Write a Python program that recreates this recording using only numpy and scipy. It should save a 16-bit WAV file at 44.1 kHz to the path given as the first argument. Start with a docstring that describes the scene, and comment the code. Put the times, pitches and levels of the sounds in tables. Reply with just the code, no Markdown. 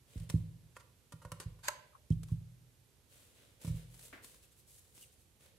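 """A metal cable plug feels for the port of a plastic battery pack, scrapes in and snaps home.
Scrape and cracks are noise through the sleeve's resonances; the snap rings the port's modes.
The pack, tipped up and laid down, thumps the modes of a hollow table. A small plastic gadget then
rocks off the table and is turned in the fingers: shell taps, ticks, stick-slip rubs and squeaks.
Close to a phone in a small quiet room, with faint rustles nearby and one dull knock far off."""
import sys
import numpy as np
from scipy import signal
from scipy.fft import rfft, irfft
from scipy.io import wavfile

SR = 44100
rng = np.random.default_rng(int(sys.argv[2]) if len(sys.argv) > 2 else 0)


def persist_wave(psi):
    """Save psi, clipped to +-1, as 16-bit WAV."""
    counts = np.round(np.clip(psi, -1, 1) * 32767).astype(np.int16)
    wavfile.write(sys.argv[1], SR, np.atleast_2d(counts).T)


N = 246430
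TIME_S = np.arange(N) / SR
RING_S = TIME_S[:SR * 3 // 4]  # time axis of one decay

# plug scrapes over the rim, then the port's springs: t/s, length/s, level/dB
PLUG_SLIDES = [(0.746, 0.025, -62), (0.787, 0.023, -61.5), (1.398, 0.042, -58), (1.626, .052, -49)]
# springs catch, sleeve hits the stop: t/s, level/dB, t60/s
PLUG_CRACKS = [(1.6789, -38, 0.027), (1.6824, -29, 0.018), (1.6835, -23.5, 0.027)]
# metal sleeve resonances: f/Hz, width/Hz, level/dB
SLEEVE_RESONANCES = [(1050, 260, 3.5), (1600, 260, 3), (2420, 200, 0), (2830, 120, -3), (3250, 110, -9),
                     (3700, 350, -4), (4610, 490, 0), (6470, 140, 2.5), (6500, 140, 0), (7500, 300, 1.5),
                     (8200, 170, -5), (8800, 460, -4.5), (9600, 260, -7.5), (11380, 430, -5.5),
                     (13700, 680, -15)]
# port with the plug seated: f/Hz, level/dB, t60/s
PORT_MODES = [(607, -5.5, 0.058), (635, -27, 0.097), (850, -4, 0.033), (930, 1, 0.036), (1050, 7, 0.029),
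              (1007, -23.5, 0.37), (1327, -11, .07), (1635, -10, 0.032)]
# seated plug rocks under the fingers: t/s, level/dB, f/Hz
PLUG_NUDGES = [(1.922, -55, 1190), (1.945, -42.5, 1125), (2.281, -54.5, 1040)]
# hard contacts on a shell: t/s, ring level/dB, spot f/Hz, t60 factor, tick level/dB, rise/ms, tick t60/s
SHELL_TAPS = [(0.299, -42.5, 960, 0.56, -38, 0.17, 0.043), (0.7646, -37.5, 1380, .65, -51.5, 1.8, 0.055),
              (0.805, -53.5, 1760, 0.87, -63, 1.4, 0.075), (1.1218, -46, 1080, 1, -48.5, 0.68, 0.053),
              (1.214, -43, 1310, 0.88, -56, 7.9, 0.092), (1.249, -41, 940, 0.86, -53, 0.79, .05),
              (1.3179, -37.5, 1080, 0.82, -40, 0.46, 0.039), (1.3995, -44, 1500, 0.94, -39.5, 1.1, 0.054),
              (1.41, -41, 1230, 0.67, -73, 6.2, .12), (1.586, -58, 1100, 0.92, -66, 3.9, .11),
              (3.646, -47.5, 820, 0.64, -51, 1.5, 0.071), (3.675, -46.5, 820, 0.56, -51.5, 1.9, 0.1)]
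# plastic shell: f/Hz, level/dB, t60/s
SHELL_MODES = [(510.4, -6, 0.12), (576, -6, 0.088), (782, -6.5, 0.023), (978, -5.5, 0.064),
               (1033, -19, 0.12), (1146, -7, 0.06), (1392, -9.5, 0.081), (1566, -16, 0.061),
               (1855, -7, 0.044), (2140, -10.5, 0.04), (2730, -10, 0.053), (3024, -11, 0.068)]
# nails and edges that only tick: t/s, level/dB, t60/s
NAIL_FLICKS = [(0.177, -53, 0.039), (0.198, -51.5, 0.04), (0.291, -49.5, .09), (2.102, -52.5, 0.043),
               (2.12, -58.5, 0.085), (2.231, -45.5, 0.037), (2.283, -52.5, .025), (3.615, -52, 0.055),
               (3.9407, -54, 0.045), (3.992, -45.5, 0.024), (4.2431, -41, 0.023), (4.343, -51.5, 0.023),
               (4.778, -63, 0.039), (4.85, -61, .025), (4.976, -53, 0.052)]
# tick spectrum: f/Hz, level/dB
TICK_SPECTRUM = [(200, 11), (700, 0.5), (1500, 0.5), (2700, 2.5), (4500, 1.5), (7000, 2), (9800, 5.5),
                 (12000, -3), (15500, -11)]
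# blows on the table top: t/s, level/dB, contact/ms
TABLE_BLOWS = [(0.1575, -41.5, 0.82), (0.1635, 5, 45), (0.2031, -22.5, 12.4), (0.221, -32.5, 8.4),
               (0.2989, -34.5, 6.2), (0.3399, -21, 3.08), (0.3486, -12.5, 12), (0.362, -4, 62),
               (1.135, -42, 4.2), (1.25, -25.5, 16), (1.32, -37.5, 5.4), (1.4573, -17.5, 14.8),
               (2.1045, -19, 3.77), (2.112, 2.5, 37.6), (2.3171, -18, 7.73), (3.6462, -39.5, 0.64),
               (3.674, -27.5, 5), (3.6994, -35.5, 3.1), (3.7047, -2, 28), (3.7416, -35, 4.7)]
# hollow table: f/Hz, level/dB, t60/s
TABLE_MODES = [(47.8, -14.5, 0.87), (73.1, -13, 0.24), (102.6, -8, 0.4), (115.6, -4, 0.26),
               (122.15, -18, 0.96), (132, -12.5, 0.33), (153.8, 2, 0.17), (162.2, -13.5, 0.59),
               (215.4, -13, .11), (252.7, -10.5, 0.08), (294, -15.5, 0.097), (450, -14.5, 0.078)]
# finger rubs and faint rustles nearby: t/s, length/s, level/dB, attack/s, release/s, low band gain/dB
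BRUSH_STROKES = [(0.044, 0.2, -67.5, 0.087, 0.009, 4.5), (0.309, .037, -63, .027, 0.049, -13),
                 (2.262, 0.063, -67.5, .027, 0.0086, 1.5), (3.057, 0.12, -65.5, 0.085, 0.17, 1.5),
                 (3.339, 0.029, -69.5, 0.066, 0.07, 12), (3.589, 0.11, -59.5, 0.043, 0.027, 2),
                 (3.655, 0.023, -69, 0.016, .008, -10), (3.727, 0.072, -64, 0.04, 0.048, 3),
                 (3.86, 0.14, -65, 0.095, .01, -1), (3.984, 0.083, -55, 0.048, 0.018, -3.5),
                 (4.211, 0.038, -54.5, 0.04, .02, -3), (4.246, 0.12, -64.5, 0.046, 0.028, -3.5),
                 (4.405, 0.05, -64.5, 0.039, .004, -4.5), (4.508, 0.021, -66.5, .015, .008, -3),
                 (4.55, 0.062, -65.5, 0.033, .004, -9), (4.656, 0.11, -62.5, 0.031, 0.028, -10),
                 (4.775, 0.017, -61.5, .01, .004, -13), (4.83, 0.16, -73, .02, .02, -6),
                 (4.939, 0.085, -63.5, 0.016, 0.0061, -4.5), (5.003, 0.037, -59, 0.016, .008, -23),
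                 (5.112, 0.028, -68, 0.014, .008, -22), (5.179, .04, -68.5, .015, .015, -22),
                 (5.386, 0.077, -68, 0.029, 0.019, 5)]
# rub spectrum, a soft hiss with a low hump near 530 Hz: f/Hz, level/dB
RUB_SPECTRUM = [(200, -2), (370, -2), (530, 7), (780, -8.5), (1300, -4.5), (2200, -2.5), (3500, 0),
                (5500, -3.5), (8000, 2.5), (11000, 1), (15500, -7)]
# fingertip squeaks: t/s, length/s, level/dB, f/Hz
FINGER_SQUEAKS = [(2.116, 0.0075, -59, 3300), (4.435, 0.013, -76, 2780), (5.018, 0.0255, -63, 2950)]
# far knock spectrum: f/Hz, level/dB
KNOCK_SPECTRUM = [(100, -39), (250, 2.5), (800, -6.5), (1300, -2), (1900, 1), (3000, -9), (4500, -18.5),
                  (9000, -25)]
# room decay: f/Hz, t60/s
ROOM_DECAY = [(100, 0.57), (500, 1), (1100, 0.47), (3000, 0.64), (7000, 0.32), (14000, 0.26)]
# still air spectrum: f/Hz, level/dB
AIR_SPECTRUM = [(15, -56), (25, -45), (46, -5), (72, -3), (137, -5.5), (156, -12), (307, -17.5), (480, -18),
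                (635, -24), (1350, -27.5), (3570, -26.5), (4930, -28.5), (12700, -27.5), (14500, -39),
                (15700, -51)]
# left-right likeness of noise: f/Hz, correlation
STEREO_CORRELATION = [(50, 0.88), (200, 0.61), (500, 0.75), (1500, 0.13), (5000, 0.26), (14000, 0.12)]


def plug(snap_s=1.6822, port_db=-24, port_lag_ms=0.17):
    """The sleeve scrapes in and snaps home; the port's ring builds behind the crack."""
    pressure = sum(stroke(*slide, attack_s=0.02, release_s=0.003) for slide in PLUG_SLIDES)
    out = friction(pressure, sleeve, grain_db=2.2, grain_hz=900)
    for start_s, db, t60_s in PLUG_CRACKS:
        add(out, start_s, amp(db) * burst(sleeve, rise_ms=0.35, t60_s=t60_s))
    right = ring(PORT_MODES) * swell(rise_ms=7)
    left = np.interp(RING_S - port_lag_ms / 1000, RING_S, right)  # port lies to the right
    add(out, snap_s, amp(port_db) * np.array([left, right]) * pan(db=-1.8))
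    return out * pan(db=-1.4)


def sleeve(hz):
    """Gain of the metal sleeve: resonances summed in power."""
    return np.sqrt(sum(amp(db) ** 2 / (1 + ((hz ** 2 - peak_hz ** 2) / (width_hz * hz + 1)) ** 2)
                       for peak_hz, width_hz, db in SLEEVE_RESONANCES))


def nudges(width_hz=560):
    """The seated plug rocks; fingers damp all but one broad resonance."""
    out = np.zeros((2, N))
    for start_s, db, peak_hz in PLUG_NUDGES:
        colour = lambda hz: 1 / (1 + (2 * (hz - peak_hz) / width_hz) ** 2) ** 2
        add(out, start_s, amp(db) * burst(colour, rise_ms=10, t60_s=0.06))
    return out


def ticks():
    """Each contact ticks brightly; hard ones also ring the shell."""
    out, colour = np.zeros((2, N)), tint(TICK_SPECTRUM)
    for start_s, ring_db, spot_hz, t60_factor, tick_db, rise_ms, t60_s in SHELL_TAPS:
        knock = amp(ring_db) * shell(spot_hz, t60_factor) * swell(rise_ms)
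        tick = amp(tick_db) * burst(colour, rise_ms, t60_s)
        add(out, start_s, knock * pan(db=-4) + tick)
    for start_s, db, t60_s in NAIL_FLICKS:
        add(out, start_s, amp(db) * burst(colour, rise_ms=1.7, t60_s=t60_s))
    return out * pan(db=0.2)


def shell(spot_hz, t60_factor, focus_db=6, detune=0.027):
    """The touched spot favours modes near its pitch; the grip damps and detunes them."""
    hz, db, t60_s = np.transpose(SHELL_MODES)
    hz = hz * (1 + detune * rng.standard_normal(len(hz)))
    db = db - focus_db * np.log2(hz / spot_hz) ** 2
    return ring(zip(hz, db, t60_s * t60_factor))


def table(radiation_hz=115, cushion_hz=520):
    """Soft pushes bend and ring the top; longer contact, duller thump."""
    out, body = np.zeros(N), ring(TABLE_MODES)
    for start_s, db, contact_ms in TABLE_BLOWS:
        progress = RING_S[:4096] * 1000 / contact_ms
        push = progress ** 2 * np.exp(-2 * np.pi * progress)
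        add(out, start_s, -amp(db) * signal.fftconvolve(body, push / push.sum()))
    radiation = signal.butter(2, radiation_hz, "high", fs=SR, output="sos")  # boards radiate bass poorly
    cushion = signal.butter(2, cushion_hz, fs=SR, output="sos")  # the hand softens each blow
    return signal.sosfilt(cushion, signal.sosfilt(radiation, out)) * pan(db=-2.5)


def brushing(split_hz=4100, flutter_db=0.6):
    """Soft brushing hisses: finger rubs and faint rustles, each with its own low band gain."""
    flutter = amp(flutter_db * waver(hz=30))
    rub = friction(flutter, tint(RUB_SPECTRUM), grain_db=2.4, grain_hz=700)
    low_band = signal.sosfiltfilt(signal.butter(2, split_hz, fs=SR, output="sos"), rub)
    high_gain, low_gain = np.zeros((2, N))
    for *shape, low_db in BRUSH_STROKES:
        envelope = stroke(*shape)
        high_gain += envelope
        low_gain += envelope * amp(low_db)
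    return high_gain * (rub - low_band) + low_gain * low_band


def squeaks(sag=0.06, jitter=0.055, jitter_rate_hz=1100, grain_db=3.5):
    """A fingertip sticks and slips into a hoarse tone; pitch sags as it slows."""
    out = np.zeros(N)
    for start_s, length_s, db, hz in FINGER_SQUEAKS:
        progress = np.clip((TIME_S - start_s) / length_s, 0, 1)
        pitch_hz = hz * (1 - sag * progress + jitter * waver(jitter_rate_hz))
        pressure = stroke(start_s, length_s, db, attack_s=0.007, release_s=0.003)
        out += pressure * np.sin(2 * np.pi * np.cumsum(pitch_hz) / SR)
    return out * amp(grain_db * waver(jitter_rate_hz)) * pan(db=-5)


def far_knock(start_s=4.1268, db=-50.7):
    """A dull knock across the room, nearly all echo: decaying noise."""
    out = np.zeros((2, N))
    add(out, start_s, amp(db) * burst(tint(KNOCK_SPECTRUM), rise_ms=0.96, t60_s=0.42))
    return out


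def room(send, delay_s=0.009):
    """Diffuse echo; each band decays at its own rate."""
    hz, t_s, bands = signal.stft(noise(np.ones_like, len(RING_S)), SR, nperseg=256)
    decay = amp(-60 * t_s / read(ROOM_DECAY, hz)[:, None])
    tail = signal.istft(bands * decay, SR, nperseg=256)[1][:, :len(RING_S)]
    tail *= np.clip(RING_S / delay_s - 1, 0, 1)
    return signal.fftconvolve(send, tail / np.linalg.norm(tail[0]), axes=1)[:, :N]


def air(db=-68.2):
    """Still room air: faint, steady, bass-heavy noise."""
    return amp(db) * noise(tint(AIR_SPECTRUM)) * pan(db=-4)


def friction(pressure, colour, grain_db, grain_hz):
    """Noise in stick-slip grains, scaled by pressure."""
    return pressure * unit(noise(colour) * amp(grain_db * waver(grain_hz)))


def stroke(start_s, length_s, db, attack_s, release_s):
    """Stroke envelope: builds, then decays after length_s."""
    t_s = TIME_S - start_s
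    attack = np.sin(np.pi / 2 * np.clip(t_s / attack_s, 0, 1)) ** 2
    return amp(db) * attack * np.exp(-np.maximum(t_s - length_s, 0) / release_s)


def burst(colour, rise_ms, t60_s):
    """A spray of tiny contacts: noise that swells and dies."""
    return noise(colour, len(RING_S)) * swell(rise_ms) * amp(-60 * RING_S / t60_s)


def ring(modes):
    """Struck modes as decaying sines."""
    return sum(amp(db - 60 * RING_S / t60_s) * np.sin(2 * np.pi * hz * RING_S) for hz, db, t60_s in modes)


def swell(rise_ms):
    """Soft onset of a contact."""
    return 1 - np.exp(-(RING_S * 1000 / rise_ms) ** 2)


def noise(colour, size=N):
    """Stereo noise, rms 1, shaped by colour(hz); near mono in the bass."""
    hz = np.fft.rfftfreq(size, 1 / SR)
    left, independent = rfft(rng.standard_normal((2, size)))
    correlation = np.clip(read(STEREO_CORRELATION, hz), -1, 1)
    right = correlation * left + np.sqrt(1 - correlation ** 2) * independent
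    return unit(irfft(np.array([left, right]) * colour(hz), size))


def waver(hz):
    """Random curve, hz new values a second."""
    return np.interp(TIME_S * hz, np.arange(N), rng.standard_normal(N))


def tint(spectrum):
    """dB spectrum to gain function."""
    return lambda hz: amp(read(spectrum, hz))


def read(points, hz):
    """Table lookup over log frequency."""
    points_hz, values = np.transpose(points)
    return np.interp(np.log(hz + 1), np.log(points_hz + 1), values)


def add(mix, start_s, sound):
    """Mix in place at start_s."""
    part = mix[..., round(start_s * SR):][..., :sound.shape[-1]]
    part += sound[..., :part.shape[-1]]


def pan(db):
    """Channel gains for a left-minus-right level."""
    return amp(np.array([[db], [-db]]) / 2)


def amp(db):
    """dB to gain."""
    return 10 ** (np.asarray(db) / 20)


def unit(x):
    """Scale to rms 1."""
    return x / np.sqrt(np.mean(x ** 2) + 1e-20)


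def scene():
    """All sources; plug, ticks, table and rubs feed the room."""
    thumps, taps, snap, rubs = table(), ticks(), plug(), brushing()
    echo = room(amp(-14.5) * snap + amp(-12.5) * taps + amp(-18.5) * thumps + amp(-5) * rubs)
    return snap + taps + thumps + rubs + echo + air() + squeaks() + nudges() + far_knock()


def record(dry, low_hz=37, top_hz=15800):
    """The phone cuts deep bass and top treble."""
    low_cut = signal.butter(6, low_hz, "high", fs=SR, output="sos")
    top_cut = signal.firwin(511, top_hz, window=("kaiser", 9), fs=SR)
    return signal.oaconvolve(signal.sosfilt(low_cut, dry), top_cut[None], "same", axes=1)


dry = scene()
out = record(dry)
persist_wave(out)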